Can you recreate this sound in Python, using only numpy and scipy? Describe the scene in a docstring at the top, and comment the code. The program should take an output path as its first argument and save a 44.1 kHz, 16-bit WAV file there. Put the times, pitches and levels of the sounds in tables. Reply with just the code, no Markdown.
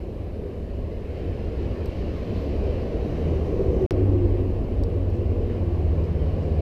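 """Under a concrete road bridge

Traffic crosses above a path: the deck rumbles and booms, tyres roar and hiss. A truck passes overhead
on singing tyres, its exhaust droning on beside a slower lorry's. Nearby, fishing tackle ticks, line
runs off a reel and shoes scuff. The sound cuts out for an instant and comes back with a sharp click."""
import sys
import numpy as np
from scipy import signal
from scipy.fft import rfft, irfft, next_fast_len
from scipy.io import wavfile
from scipy.ndimage import uniform_filter1d, map_coordinates

SR = 44100
rng = np.random.default_rng(int(sys.argv[2]) if len(sys.argv) > 2 else 0)


def unload_wav(signal):
    """Save mono or channel-first audio to the path in sys.argv[1] as 16-bit WAV at rate SR, clipped to [-1, 1]."""
    wavfile.write(
        sys.argv[1],
        SR,
        np.round(np.clip(np.atleast_2d(signal).T, -1, 1) * 32767).astype(np.int16),
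    )


N = 291501

SOUND_M_PER_S = 343
TRUCK_S, TRUCK_M_PER_S, TRUCK_M = 3.92, 18, 9  # time overhead, speed, least distance


def amp(db):
    """Decibels to gain."""
    return 10 ** (np.asarray(db) / 20)


def unit(x):
    """Scale to rms 1."""
    return x / np.sqrt(np.mean(x ** 2) + 1e-20)


def clock():
    """The time of every sample in seconds."""
    return np.arange(N) / SR


def fader(rows):
    """Straight ramps between (time, level) points."""
    return np.interp(clock(), *np.transpose(rows))


def swell(s, half_width):
    """A bell-shaped rise and fall around time s."""
    return np.exp(-((clock() - s) / half_width) ** 2)


def swells(rows):
    """A gain envelope with one swell per (t/s, level/dB, half-width/s) row."""
    return sum(amp(db) * swell(s, half_width) for s, db, half_width in rows)


def wobble(rate):
    """A smooth random curve, rate knots a second."""
    return map_coordinates(rng.standard_normal(int(N * rate / SR) + 4), [clock() * rate])


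def filtered(x, response):
    """Equalise x with a gain that is a function of frequency."""
    size = next_fast_len(N + SR // 2)
    return irfft(rfft(x, size) * response(np.fft.rfftfreq(size, 1 / SR)), size)[:N]


def rush(colour, patchy_db):
    """Noise of rms 1 and the given (f/Hz, level/dB) colour, with random patches of +/- patchy_db."""
    bins = signal.stft(rng.standard_normal(N), nperseg=1024)[2]
    patches = uniform_filter1d(rng.standard_normal(bins.shape), size=5, axis=0)
    patches = uniform_filter1d(patches, size=10, axis=1)
    noise = signal.istft(bins * amp(patchy_db * unit(patches)), nperseg=1024)[1][:N]
    f, db = np.transpose(colour)
    return unit(filtered(noise, lambda hz: amp(np.interp(np.log(hz + 1), np.log(f), db))))


def tones(pitch_hz, partials, scatter, rate):
    """(Ratio, dB) partials on a moving pitch; echoes off the concrete add a wandering share, scatter."""
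    phase = 2 * np.pi * np.cumsum(pitch_hz) / SR
    out = np.zeros(N)
    for ratio, db in partials:
        paths = 1 + scatter * (wobble(rate) + 1j * wobble(rate))
        carrier = np.exp(1j * (ratio * phase + rng.uniform(0, 2 * np.pi)))
        out += amp(db) * unit(np.real(paths * carrier))
    return out


def passing(s, m_per_s, distance_m):
    """Doppler ratio and nearness (1 when closest) of a vehicle that passes at time s."""
    along = m_per_s * (clock() - s)
    range_m = np.hypot(along, distance_m)
    return 1 - m_per_s / SOUND_M_PER_S * along / range_m, distance_m / range_m


def electronics():
    """The noise floor of the electronics: a faint, even hiss and a high whine."""
    # hiss colour: f/Hz, level/dB
    colour = [(1000, -0.5), (9000, -1.5), (13000, -2), (14500, -5), (15200, -8), (15600, -45.5)]
    hiss = amp(-72.5) * rush(colour, patchy_db=1.5)
    whine = amp(-91) * (1 + .6 * wobble(40)) * np.sin(2 * np.pi * 12851 * clock())
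    return hiss + whine


def fishing_line():
    """Line whistles off the reel, sinking in pitch as it slows, then hisses out through the rod's rings."""
    # line rubbing the rings: f/Hz, level/dB
    cast_colour = [(3000, -25), (5800, 10), (8000, -6.5), (10000, -5), (15000, -11), (15600, -46)]
    whistle_s, cast_s, cast_length_s = 2.45, 3.03, 0.82
    top_hz, sag_hz_per_s = 12851, 11000
    since = clock() - whistle_s
    whistle_db = -75.5 + np.minimum(27 * since, -90 * since)  # slow rise, quick fall
    pitch_hz = np.clip(top_hz - sag_hz_per_s * since, top_hz / 2, top_hz)
    whistle = amp(whistle_db) * tones(pitch_hz, [(1, 0.0051)], scatter=10, rate=550)
    running = (clock() > cast_s) & (clock() < cast_s + cast_length_s)
    cast = running * amp(-70 + 1.6 * wobble(40)) * rush(cast_colour, patchy_db=-0.5)
    return whistle + cast


def shoes():
    """Soles scuff grit on the concrete path."""
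    # scuffs: t/s, level/dB, half-width/s
    scuffs = [(5.15, -65, 0.03), (6.06, -70, 0.07), (6.444, -69, 0.03)]
    # grit colour: f/Hz, level/dB
    colour = [(2500, -20), (4500, -3), (5600, -6), (6500, -11.5), (8500, -18), (14000, -33)]
    grit = unit(amp(5 * wobble(240)) * rush(colour, patchy_db=3))
    return grit * swells(scuffs)


def tackle():
    """Small parts of rod and reel tick: each contact is a few short modes and a dry, bright snap."""
    # contacts: t/s, relative level/dB, brightness/(dB per octave), low cut/Hz, attack/s
    ticks = [(1.8583, -42, 4, 5200, .00005), (1.8593, -37, -7, 5300, .0001),
             (1.8755, -44, -3.5, 7000, .0003), (3.9123, -45, -6, 4300, .0003),
             (3.9213, -44, -6, 4300, .0004), (4.8358, -43, 3, 5200, .0002),
             (4.8364, -34.5, -3, 3800, .0006), (5.1013, -48.5, -2, 3900, .0005),
             (6.428, -47, -5, 5200, .0005), (6.455, -49, -5, 5200, .0005)]
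    # modes of the parts: f/Hz, level/dB, t60/s
    modes = [(4030, -1, .008), (4400, -3, .007), (4750, -2, .009), (5100, -5, .008), (5480, -1, .014),
             (7950, -9, .006), (10400, -14, .005), (12800, -8, .005), (13600, -13, .003)]
    pivot_hz, snap_db, snap_t60 = 5000, -19, .005
    out, t = np.zeros(N + SR), np.arange(SR // 10) / SR
    for s, db, bright_db, lowest_hz, attack in ticks:
        ring = np.zeros(len(t))
        for hz, mode_db, t60 in modes:
            struck_db = mode_db + bright_db * np.log2(hz / pivot_hz) + rng.normal(0, 2.1)
            low_cut = 1 / (1 + (lowest_hz / hz) ** 20)
            ring += low_cut * amp(struck_db - 60 * t / t60) * np.sin(2 * np.pi * hz * t)
        snap = amp(snap_db + bright_db - 60 * t / snap_t60) * np.gradient(rng.standard_normal(len(t)))
        out[round(s * SR):][:len(t)] += amp(db) * (ring + snap) * (1 - np.exp(-t / attack))
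    return out[:N]


def deck_rumble():
    """The flow of cars shakes the deck into a low, continuous bed."""
    # rumble colour: f/Hz, level/dB
    colour = [(5.9, -46), (10, -12.5), (43, -2), (64, 1.5), (88, -4.5), (112, -6.5), (135, -16.5),
              (220, -15.5), (290, -27), (480, -120)]
    # rumble fader: t/s, relative level/dB
    levels = [(0.0, -37.5), (0.8, -34.5), (1.2, -36.5), (1.5, -33), (2.7, -30), (3.4, -32.5), (4.0, -28),
              (6.6, -33)]
    return amp(fader(levels) + 3.5) * rush(colour, patchy_db=0)


def road_roar():
    """The road roars through the underpass as the traffic builds and eases."""
    # roar colour: f/Hz, level/dB
    colour = [(70, -38.5), (120, -1.5), (200, -1.5), (300, -2), (400, 0), (500, -2), (600, -7), (760, -15),
              (870, -21), (1120, -22), (1300, -32.5), (2000, -61.5), (14000, -62.5), (15600, -93.5)]
    # roar fader: t/s, relative level/dB
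    levels = [(0.0, -34), (0.7, -35), (1.5, -32), (2.6, -28.5), (3.8, -26.5), (5.1, -31), (6.6, -28.5)]
    return amp(fader(levels) - 2) * rush(colour, patchy_db=1.25)


def tyre_hiss():
    """Tyres on concrete hiss over the parapet; their bright edge fizzes through the gap between decks."""
    # hiss, shaded by the parapet: f/Hz, level/dB
    hiss_colour = [(700, -37), (1300, 0.5), (1750, 3), (2300, 2.5), (2750, 2), (3100, 0.5), (3400, -12.5),
                   (4500, -33.5), (8000, -43.5)]
    # fizz through the gap: f/Hz, level/dB
    fizz_colour = [(2500, -20.5), (3400, 0.5), (4200, 2.5), (5000, -1.5), (6000, -8.5), (7500, -16.5),
                   (10000, -29), (15000, -40)]
    # hiss fader: t/s, relative level/dB
    levels = [(0.1, -60), (0.86, -58.5), (1.17, -55.5), (1.42, -54), (1.6, -54), (1.9, -53), (2.4, -53),
              (2.9, -52), (3.25, -52), (4.54, -57), (4.99, -57), (6.6, -54)]
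    # tyres swishing past: t/s, boost/dB, half-width/s
    swishes = [(1.197, 2.4, 0.049), (1.62, 2.3, .05), (2.387, 2, .06), (3.2, 0.5, .08), (5.528, 2.5, .06)]
    hiss_db = fader(levels) + sum(db * swell(s, half_width) for s, db, half_width in swishes)
    facing_gap_db = 3.5 * swell(2.3, 0.56)  # brighter while the listener faces the gap
    fizz_db = -64 + 0.88 * (hiss_db - hiss_db.mean()) + facing_gap_db
    hiss = amp(hiss_db + 0.34 + 0.23 * wobble(12)) * rush(hiss_colour, patchy_db=1.5)
    fizz = amp(fizz_db) * rush(fizz_colour, patchy_db=1)
    return hiss + fizz


def span_heaves():
    """The span flexes under heavy loads in slow sub-bass swells."""
    # loads: t/s, level/dB, half-width/s
    loads = [(2.709, -31.5, 0.22), (4.15, -36.5, 0.25), (4.6, -31, 0.092), (5.35, -32.5, 0.37)]
    # colour of the flexing span: f/Hz, level/dB
    colour = [(15, -27.5), (26, 12.5), (44, 11.5), (54, -7), (80, -44), (160, -120)]
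    return swells(loads) * rush(colour, patchy_db=-4)


def axle_booms():
    """Axles set the low modes of the deck swelling and fading."""
    # axles: t/s, level/dB, half-width/s
    axles = [(1.304, -28, 0.036), (1.643, -28, 0.066), (2.339, -26.5, 0.055)]
    # deck modes: f/Hz, relative level/dB
    modes = [(57, -8), (82, -1), (93, 1)]
    out = np.zeros(N)
    for s, db, half_width in axles:
        ring = sum(amp(level) * np.sin(2 * np.pi * (hz * clock() + rng.uniform())) for hz, level in modes)
        out += amp(db) * swell(s, half_width) * ring
    return out


def wheel_surges():
    """Short swells of roar and hollow boom as wheels cross a rough stretch."""
    # crossings: t/s, roar level/dB, boom level/dB, half-width/s
    crossings = [(0.414, -39, -62, 0.1), (2.676, -32.5, -46, 0.11), (3.244, -41, -36, 0.18),
                 (3.69, -31, -30, 0.15), (4.952, -31, -48, 0.038), (5.427, -37.5, -49, 0.25)]
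    # roar of the wheels: f/Hz, level/dB
    roar_colour = [(250, -29.5), (380, 7), (490, 9), (580, -7.5), (800, -30.5), (1600, -72.5), (3000, -120)]
    # hollow boom of the span: f/Hz, level/dB
    boom_colour = [(90, -31), (128, 4), (170, -12.5), (220, -24.5), (900, -120)]
    roar_gain = swells((s, db, half_width) for s, db, _, half_width in crossings)
    boom_gain = swells((s, db, half_width) for s, _, db, half_width in crossings)
    return roar_gain * rush(roar_colour, patchy_db=1.5) + boom_gain * rush(boom_colour, patchy_db=-4.5)


def lorry_overtones():
    """Overtones of the lorry's drone swell briefly, sinking a little in pitch."""
    # swelling overtones: t/s, f/Hz, level/dB, half-width/s
    hums = [(3.28, 166, -36.5, 0.32), (5.501, 229.5, -38, 0.39), (6.198, 156.5, -34, 0.64)]
    sag_hz_per_s = 7
    out = np.zeros(N)
    for s, hz, db, half_width in hums:
        pitch_hz = hz - sag_hz_per_s * (clock() - s)
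        out += amp(db) * swell(s, half_width) * tones(pitch_hz, [(1, 0)], scatter=.18, rate=8.7)
    return out


def lorry_exhaust():
    """A slower lorry drones below the truck, brighter when louder, its pitch sinking as it passes."""
    # harmonics of the firing rate, first upwards: level/dB
    harmonics = [0, -18.5, -24]
    # drone fader: t/s, relative level/dB
    levels = [(0.0, -33), (2.9, -37), (3.3, -23.5), (3.9, -27.5), (4.6, -33.5), (5.2, -25.5), (5.8, -22),
              (6.6, -24)]
    firing_hz = 78.78
    doppler, _ = passing(s=3.4, m_per_s=12, distance_m=12.6)
    drone_db = fader(levels)
    edge_db = 0.21 * (drone_db - drone_db.max())
    partials = [(k, db + edge_db * (k > 1)) for k, db in enumerate(harmonics, 1)]
    return amp(drone_db - 3.5) * tones(firing_hz * doppler, partials, scatter=.26, rate=9)


def truck_exhaust():
    """The truck's exhaust comes into the open once it has passed, sinking and dulling with distance."""
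    # harmonics of the firing rate, first upwards: level/dB
    harmonics = [0, -29, -14, -18]
    firing_hz, exposed_s, rise_s = 97.84, 3.94, 0.046
    doppler, near = passing(TRUCK_S, TRUCK_M_PER_S, TRUCK_M)
    exposed = (1 + np.tanh((clock() - exposed_s) / rise_s)) / 2
    dip_db = -12.5 * swell(4.656, 0.16)  # the drone dips briefly
    gain = amp(-21 + dip_db) * exposed * near ** 0.63
    edge_db = 20 * np.log10(near)  # overtones fade faster than the fundamental
    partials = [(k, db + edge_db * (k > 1)) for k, db in enumerate(harmonics, 1)]
    return gain * tones(firing_hz * doppler, partials, scatter=0.082, rate=14)


def truck_tyres():
    """The tread sings: a clear, falling note comes in swells inside a rough whine that peaks overhead."""
    # tones from tread blocks of several lengths: pitch ratio, level/dB
    tread_tones = [(.8, -3.5), (.9, -7), (1, -2), (1.05, -7), (1.19, -10.5), (1.31, -12.5)]
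    # swells of the clear note: t/s, level/dB, half-width/s
    note_swells = [(3.464, -35, .1), (3.78, -26, 0.11), (4.226, -27, 0.12), (5.549, -37.5, .5)]
    whine_hz, note_hz = 367, 366.3
    doppler, near = passing(TRUCK_S, TRUCK_M_PER_S, TRUCK_M)
    wheel_doppler, _ = passing(s=4.0, m_per_s=TRUCK_M_PER_S, distance_m=5.52)
    ahead_db = -8.5 * (clock() < TRUCK_S) * (1 - near ** 2)  # tyres radiate less forwards
    whine = tones(whine_hz * doppler, tread_tones, scatter=2.1, rate=36)
    note = tones(note_hz * wheel_doppler, [(1, 0)], scatter=.62, rate=36)
    return amp(-30 + ahead_db) * near ** 1.75 * whine + swells(note_swells) * note


def scene():
    """The mono mix on the path under the bridge."""
    bed = deck_rumble() + road_roar() + tyre_hiss()
    vehicles = truck_exhaust() + lorry_exhaust() + lorry_overtones() + truck_tyres()
    bridge = axle_booms() + span_heaves() + wheel_surges()
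    foley = tackle() + fishing_line() + shoes()
    return (bed + vehicles + bridge + foley + electronics())[None]


def record(dry):
    """The signal drops out briefly and snaps back with a click; a steep low-pass trims the top."""
    gap_start_s, gap_end_s = 3.8638, 3.9085
    click_hz, click_t60, top_hz = 900, .0019, 16200
    t = clock()
    live = (t < gap_start_s) | (t >= gap_end_s)
    gate = uniform_filter1d(live.astype(float), size=16)
    end_fades = signal.windows.tukey(N, .001)
    since = np.maximum(t - gap_end_s, 0)
    attack = 1 - np.exp(-since * SR / 2)  # two-sample time constant
    click = -amp(-11.3 - 60 * since / click_t60) * attack * np.cos(2 * np.pi * click_hz * since)
    mix = dry[0] * gate * end_fades + click
    return filtered(mix, lambda hz: 1 / np.sqrt(1 + (hz / top_hz) ** 120))[None]


dry = scene()
out = record(dry)
unload_wav(out)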